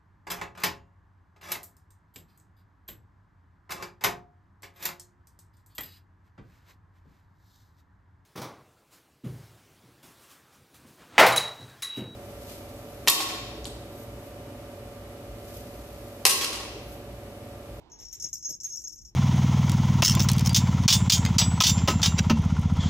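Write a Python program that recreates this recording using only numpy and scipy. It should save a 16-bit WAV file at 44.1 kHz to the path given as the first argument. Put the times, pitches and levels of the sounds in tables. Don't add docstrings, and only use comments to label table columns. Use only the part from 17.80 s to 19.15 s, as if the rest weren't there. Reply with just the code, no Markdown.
import sys
import numpy as np
from scipy import signal
from scipy.fft import rfft, irfft
from scipy.io import wavfile
from scipy.ndimage import uniform_filter1d

SR = 44100
rng = np.random.default_rng(int(sys.argv[2]) if len(sys.argv) > 2 else 0)


def dump_mix(stems):
    frames = np.atleast_2d(stems).T
    limited = np.clip(frames, -1, 1)
    pcm = np.round(limited * 32767).astype(np.int16)
    wavfile.write(sys.argv[1], SR, pcm)


N = 59535


def undb(db):
    return 10 ** (np.asarray(db) / 20)


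def unit(x):
    return x / np.sqrt(np.mean(x ** 2))


def pan(db):
    return unit(undb(np.array([[db], [-db]]) / 2))


def colour(x, points):
    hz, db = np.array(points, float).T
    size = 2 * N
    f = np.maximum(np.arange(N + 1) * SR / size, 1)
    gain = undb(np.interp(np.log(f), np.log(hz), db))
    cepstrum = irfft(np.log(gain))
    cepstrum[1:N] *= 2
    cepstrum[N + 1:] = 0
    return irfft(rfft(x, size) * np.exp(rfft(cepstrum)))[..., :N]


def noise(points, likeness):
    shared, apart = rng.standard_normal((2, N))
    white = np.sqrt(1 + likeness) * shared + np.sqrt(1 - likeness) * apart * np.array([[1], [-1]])
    return unit(colour(white, points))


def loudest(x):
    return np.sqrt(uniform_filter1d(np.mean(x ** 2, axis=0), 130).max())


def swells(rows):
    t = np.arange(N) / SR
    curves = [undb(db) * np.exp(-np.maximum((at - t) / rise, (t - at) / fall))
              for at, db, rise, fall in rows]
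    return np.sqrt(sum(curve ** 2 for curve in curves))


def background():
    # f/Hz, level/dB
    air_tone = [(25, -15.5), (42, -2), (60, 0.5), (90, -10), (130, -9.5), (200, -14), (260, -18.5),
                (340, -15), (480, -30.5), (700, -35.5), (1300, -42), (4000, -41.5), (9000, -52.5)]
    hiss_tone = [(120, -8), (330, 5), (550, -3), (900, 3), (1400, -12.5), (1800, -13.5), (4000, -14.5),
                 (7000, -28.5), (12000, -60)]
    rumble_tone = [(20, -25), (40, -5), (56, 4.5), (75, -7), (130, -12), (300, -52)]
    # t/s, level/dB
    hiss_levels = [(0, -59), (.08, -58.5), (.2, -62), (.28, -72), (.58, -87.5), (.78, -86), (.98, -88),
                   (1.12, -87), (1.35, -78)]
    # t/s, level/dB, rise/s, decay/s
    rumbles = [(.02, -51.5, 0.042, 0.01), (.25, -56.5, 0.12, 0.19), (.54, -62.5, 0.12, 0.079),
               (1.21, -55.5, 0.026, 0.11)]
    hiss_db = np.interp(np.arange(N) / SR, *np.array(hiss_levels).T)
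    hiss = noise(hiss_tone, likeness=0.92) * undb(hiss_db) * pan(-12)
    air = undb(-62) * noise(air_tone, likeness=0.8)
    rumble = noise(rumble_tone, likeness=0.5) * swells(rumbles)
    return air + hiss + rumble


def bounces(length_s, lags, count, bounce_db):
    scatter_db = 4 * np.clip(rng.standard_normal(len(lags)), -2, 1)
    sizes = undb(bounce_db + scatter_db) * np.exp(-lags / length_s)
    places = np.minimum((lags * SR).astype(int), count - 1)
    pulses = np.zeros(count)
    pulses[0] = 1
    np.add.at(pulses, places, sizes * rng.choice([-1, 1], len(lags)))
    return pulses


def ring(modes, detune, ring_s, length_s, lags, count):
    attack_s = 0.0013
    shift = 1 + detune * rng.standard_normal()
    tones = 0
    for hz, db, life, pan_db in modes:
        pole = np.exp((2j * np.pi * hz * shift - np.log(1000) / (ring_s * life)) / SR)
        tone = signal.lfilter([1], [1, -pole], bounces(length_s, lags, count, bounce_db=0))
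        sides = pan(pan_db + 0.5 * rng.standard_normal())
        tones = tones + undb(db) * sides * tone.imag / np.abs(tone).max()
    tones = tones * (1 - np.exp(-np.arange(count) / SR / attack_s))
    return tones / loudest(tones)


def clatter(shell, length_s, lags, count):
    splash_s = .0016
    contacts = bounces(length_s, lags, count, bounce_db=-2) ** 2
    energy = signal.lfilter([1], [1, -np.exp(-2 / (splash_s * SR))], contacts)
    shared, own = rng.standard_normal(count), rng.standard_normal((2, count))
    bursts = np.sqrt(energy) * (shared + .8 * own)
    splash = signal.fftconvolve(bursts, shell, axes=1)[:, :count]
    return splash / loudest(splash)


def bell():
    # t/s, low ring/dB, high ring/dB, clatter/dB, top shimmer/dB, bouncing time/s,
    # ring time/s (to fade by 60 dB)
    strikes = [(0.098, -64.5, -65.5, -66.5, -100, 0.0046, 0.28),
               (.1167, -50.5, -48, -89, -71.5, 0.0019, 0.19), (.188, -50, -54.5, -56.5, -81, 0.01, 0.13),
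               (0.198, -47, -49.5, -55.5, -60.5, 0.0094, .11),
               (.218, -45.5, -49.5, -55.5, -65.5, 0.016, 0.19), (.251, -43, -48.5, -57, -79, 0.0064, 0.079),
               (.283, -45, -54.5, -60, -73.5, 0.0066, 0.18), (.313, -52, -51.5, -57, -67, 0.012, 0.15),
               (.3265, -40.5, -40, -45, -45, 0.0098, 0.038), (.347, -48, -43, -44.5, -66, 0.017, 0.055),
               (.3986, -41, -41.5, -41, -74, 0.0067, 0.085), (0.4215, -36, -40, -37, -61, 0.0081, .05),
               (.441, -29, -32.5, -44.5, -55, 0.0088, 0.043), (.464, -39, -37.5, -61, -83, 0.0098, 0.036),
               (.486, -50, -65, -48.5, -63, 0.0086, 0.058), (0.5294, -34, -28, -50, -54, 0.0069, 0.031),
               (.535, -42.5, -56, -36.5, -43, 0.012, 0.029), (.555, -40.5, -55, -40.5, -55, 0.014, 0.03),
               (0.578, -47.5, -43.5, -52.5, -69, 0.039, 0.05),
               (.625, -39.5, -41.5, -51.5, -67, 0.009, 0.11), (.647, -37, -35.5, -46.5, -78, .004, 0.26),
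               (.653, -37, -30.5, -50, -56.5, 0.0036, 0.22), (.691, -38, -35, -39.5, -46.5, 0.017, 0.17),
               (.706, -35, -41, -44, -49, 0.0038, 0.07), (.725, -39.5, -41, -48.5, -75, 0.0082, 0.12),
               (.749, -49, -41, -49.5, -72, 0.0093, 0.027), (.801, -41, -45, -50, -74, .003, 0.036),
               (.809, -41.5, -40.5, -44, -68, 0.012, 0.021), (.833, -44, -43, -41, -52, 0.01, 0.048),
               (.842, -39.5, -30, -54, -54.5, 0.0046, 0.15), (.891, -43.5, -38, -48.5, -81, 0.017, 0.36),
               (.917, -37, -37, -55, -58, 0.021, 0.27), (.958, -67, -65.5, -38.5, -54, 0.0073, 0.046),
               (.971, -33, -42.5, -50, -61, 0.0027, 0.098), (.990, -42.5, -45.5, -44.5, -68, 0.018, 0.11),
               (1.019, -60, -47.5, -48, -73, 0.0075, 0.028), (1.038, -48, -35.5, -49, -60, 0.011, 0.15),
               (1.0726, -35, -43, -42.5, -72, 0.0037, .07), (1.080, -65, -38.5, -44, -49, 0.0021, 0.017),
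               (1.092, -49.5, -46.5, -52, -78, 0.027, 0.11), (1.121, -43.5, -46, -50.5, -58, 0.014, 0.11),
               (1.159, -61, -45.5, -54.5, -81, 0.0041, 0.26), (1.177, -46.5, -49, -58, -91, 0.026, 0.062),
               (1.2123, -52.5, -59, -54, -70, 0.0049, 0.25), (1.249, -48, -52, -53.5, -68, 0.01, 0.077),
               (1.275, -52.5, -58, -61.5, -76, 0.016, 0.077)]
    # f/Hz, level/dB, multiple of the ring time, left minus right/dB
    low_modes = [(5515, -6, .9, 7), (5560, 0, 1.15, 7.5), (5625, -5, .9, 6), (5780, -10, .8, 5)]
    high_modes = [(6142, -17, 1, 2), (6385, -16, .5, 4), (6466, 0, 1, 2), (6540, -18, .7, 1)]
    top_modes = [(12260, -3, 0.44, -0.5), (11960, -9, 0.2, 14), (13000, 1, 1.4, 1.5)]
    rim_modes = [(5550, 5.5, 1, 0), (7090, 5, 1, -16), (7170, -7.5, 0.17, -10.5), (7415, 2, 0.78, -27),
                 (7710, -9.5, 0.13, 0)]
    # f/Hz, left level/dB, right level/dB
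    clatter_tone = [(1055, -57.5, -53.5), (3720, -35.5, -37), (5100, -18.5, -24), (5334, -16.5, -22),
                    (5372, 7, 4.5), (5910, 2, -4), (6530, 3.5, 0), (7270, -14.5, 1.5), (7620, -15, 5.5),
                    (8310, -21, -25.5), (9400, -13, -13), (9550, -20.5, -21.5), (11930, -23, -15.5),
                    (13030, -6, -11.5), (12800, -18, -24), (14100, -40.5, -62)]
    bounces_per_s, choke_s = 470, 0.0081
    low_detune, high_detune = 0.0029, 0.00058
    count = N // 10
    t = np.arange(count) / SR
    rings, ticks = np.zeros((2, 2, N + count))
    side_tones = [[(row[0], row[side]) for row in clatter_tone] for side in (1, 2)]
    shell = np.array([colour(signal.unit_impulse(N), tone)[:N // 100] for tone in side_tones])
    ends = [row[0] for row in strikes[1:]] + [N / SR]
    for (at, low_db, high_db, tick_db, top_db, length_s, ring_s), end in zip(strikes, ends):
        lags = np.cumsum(rng.gamma(2, .5, size=48)) / bounces_per_s
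        choke = np.exp(-np.maximum(t - (end - at), 0) / choke_s)
        low = undb(low_db) * ring(low_modes, low_detune, ring_s, length_s, lags, count)
        high = undb(high_db) * ring(high_modes, high_detune, ring_s, length_s, lags, count)
        top = undb(top_db) * ring(top_modes, high_detune, ring_s, length_s, lags, count)
        rim = undb(tick_db - 6.5) * ring(rim_modes, high_detune, ring_s, length_s, lags, count)
        start = int(at * SR)
        rings[:, start:start + count] += (low + high + top + rim) * choke
        ticks[:, start:start + count] += undb(tick_db) * clatter(shell, length_s, lags, count)
    ring_band = signal.butter(10, [5250, 13300], "band", fs=SR, output="sos")
    ringing = signal.sosfilt(ring_band, rings)[:, :N]
    return bedroom(ringing, echo_db=-11.5) + bedroom(ticks[:, :N], echo_db=-3.5)


def bedroom(x, echo_db):
    fade_s, delay_s = 0.14, 0.0036
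    t = np.arange(N // 4) / SR
    tail = rng.standard_normal((2, len(t))) * np.exp(-np.log(1000) * t / fade_s) * (t > delay_s)
    tail /= np.sqrt(np.sum(tail ** 2, axis=1, keepdims=True))
    return x + undb(echo_db) * signal.fftconvolve(x, tail, axes=1)[:, :N]


def quilt():
    # t/s, level/dB, rise/s, decay/s
    rustles = [(.21, -61.5, 0.015, 0.055), (.335, -61, .012, 0.048), (.458, -59, 0.017, 0.024),
               (.70, -65.5, 0.016, 0.03), (.865, -58.5, 0.0096, 0.026)]
    # f/Hz, level/dB
    cloth_tone = [(300, -27.5), (900, -6.5), (1400, -7), (2100, 1.5), (2900, -2.5), (3900, 1), (6000, -17),
                  (12000, -14)]
    flicker_db = unit(uniform_filter1d(rng.standard_normal(N), size=60))
    grain = unit(undb(flicker_db))
    return noise(cloth_tone, likeness=0.064) * grain * swells(rustles) * pan(-6)


def mattress():
    # t/s, level/dB, rise/s, decay/s
    thuds = [(.225, -56.5, 0.036, 0.024), (.37, -61.5, 0.0067, 0.064), (.449, -48, 0.012, 0.014),
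             (.702, -46, 0.011, 0.022), (.93, -66.5, 0.15, 0.18)]
    # f/Hz, level/dB
    thud_tone = [(30, -15), (70, -2), (130, 1.5), (200, -7.5), (320, -7), (550, -12), (900, -25),
                 (1400, -45), (3000, -65)]
    # f/Hz, width/Hz, level/dB
    bed_modes = [(131, 24, -4), (336, 57, 0), (431, 29, 3.5), (560, 55, 4), (844, 54, -1)]
    push = noise(thud_tone, likeness=0.97) * swells(thuds) * pan(-2)
    body = sum(undb(db) * signal.lfilter(*signal.iirpeak(hz, hz / width, fs=SR), push)
               for hz, width, db in bed_modes)
    return (push + body) / np.sqrt(2)


def bites():
    # t/s, level/dB
    clicks = [(.3995, -48.5), (.4255, -35.5), (.8093, -46.5), (.8607, -36), (.9597, -47.5), (1.0195, -46)]
    # f/Hz, level/dB
    click_tone = [(1000, -43), (4800, -30), (5700, 7), (7500, -1), (9500, -0.5), (12500, 0), (14500, -14)]
    decay_s = 0.00081
    t = np.arange(N) / SR
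    loudness = sum(undb(db) * (t >= at) * np.exp(-np.abs(t - at) / decay_s) for at, db in clicks)
    return bedroom(noise(click_tone, likeness=0.96) * loudness, echo_db=-3.5)


def scene():
    left_lead_s = .000125
    left, right = bell() + bites() + quilt() + mattress() + background()
    late_right = np.pad(right, (round(left_lead_s * SR), 0))[:N]
    return np.array([left, late_right])


def record(dry):
    top_hz = 14100
    return signal.sosfilt(signal.ellip(10, .2, 70, top_hz, fs=SR, output="sos"), dry)


dry = scene()
out = record(dry)
dump_mix(out)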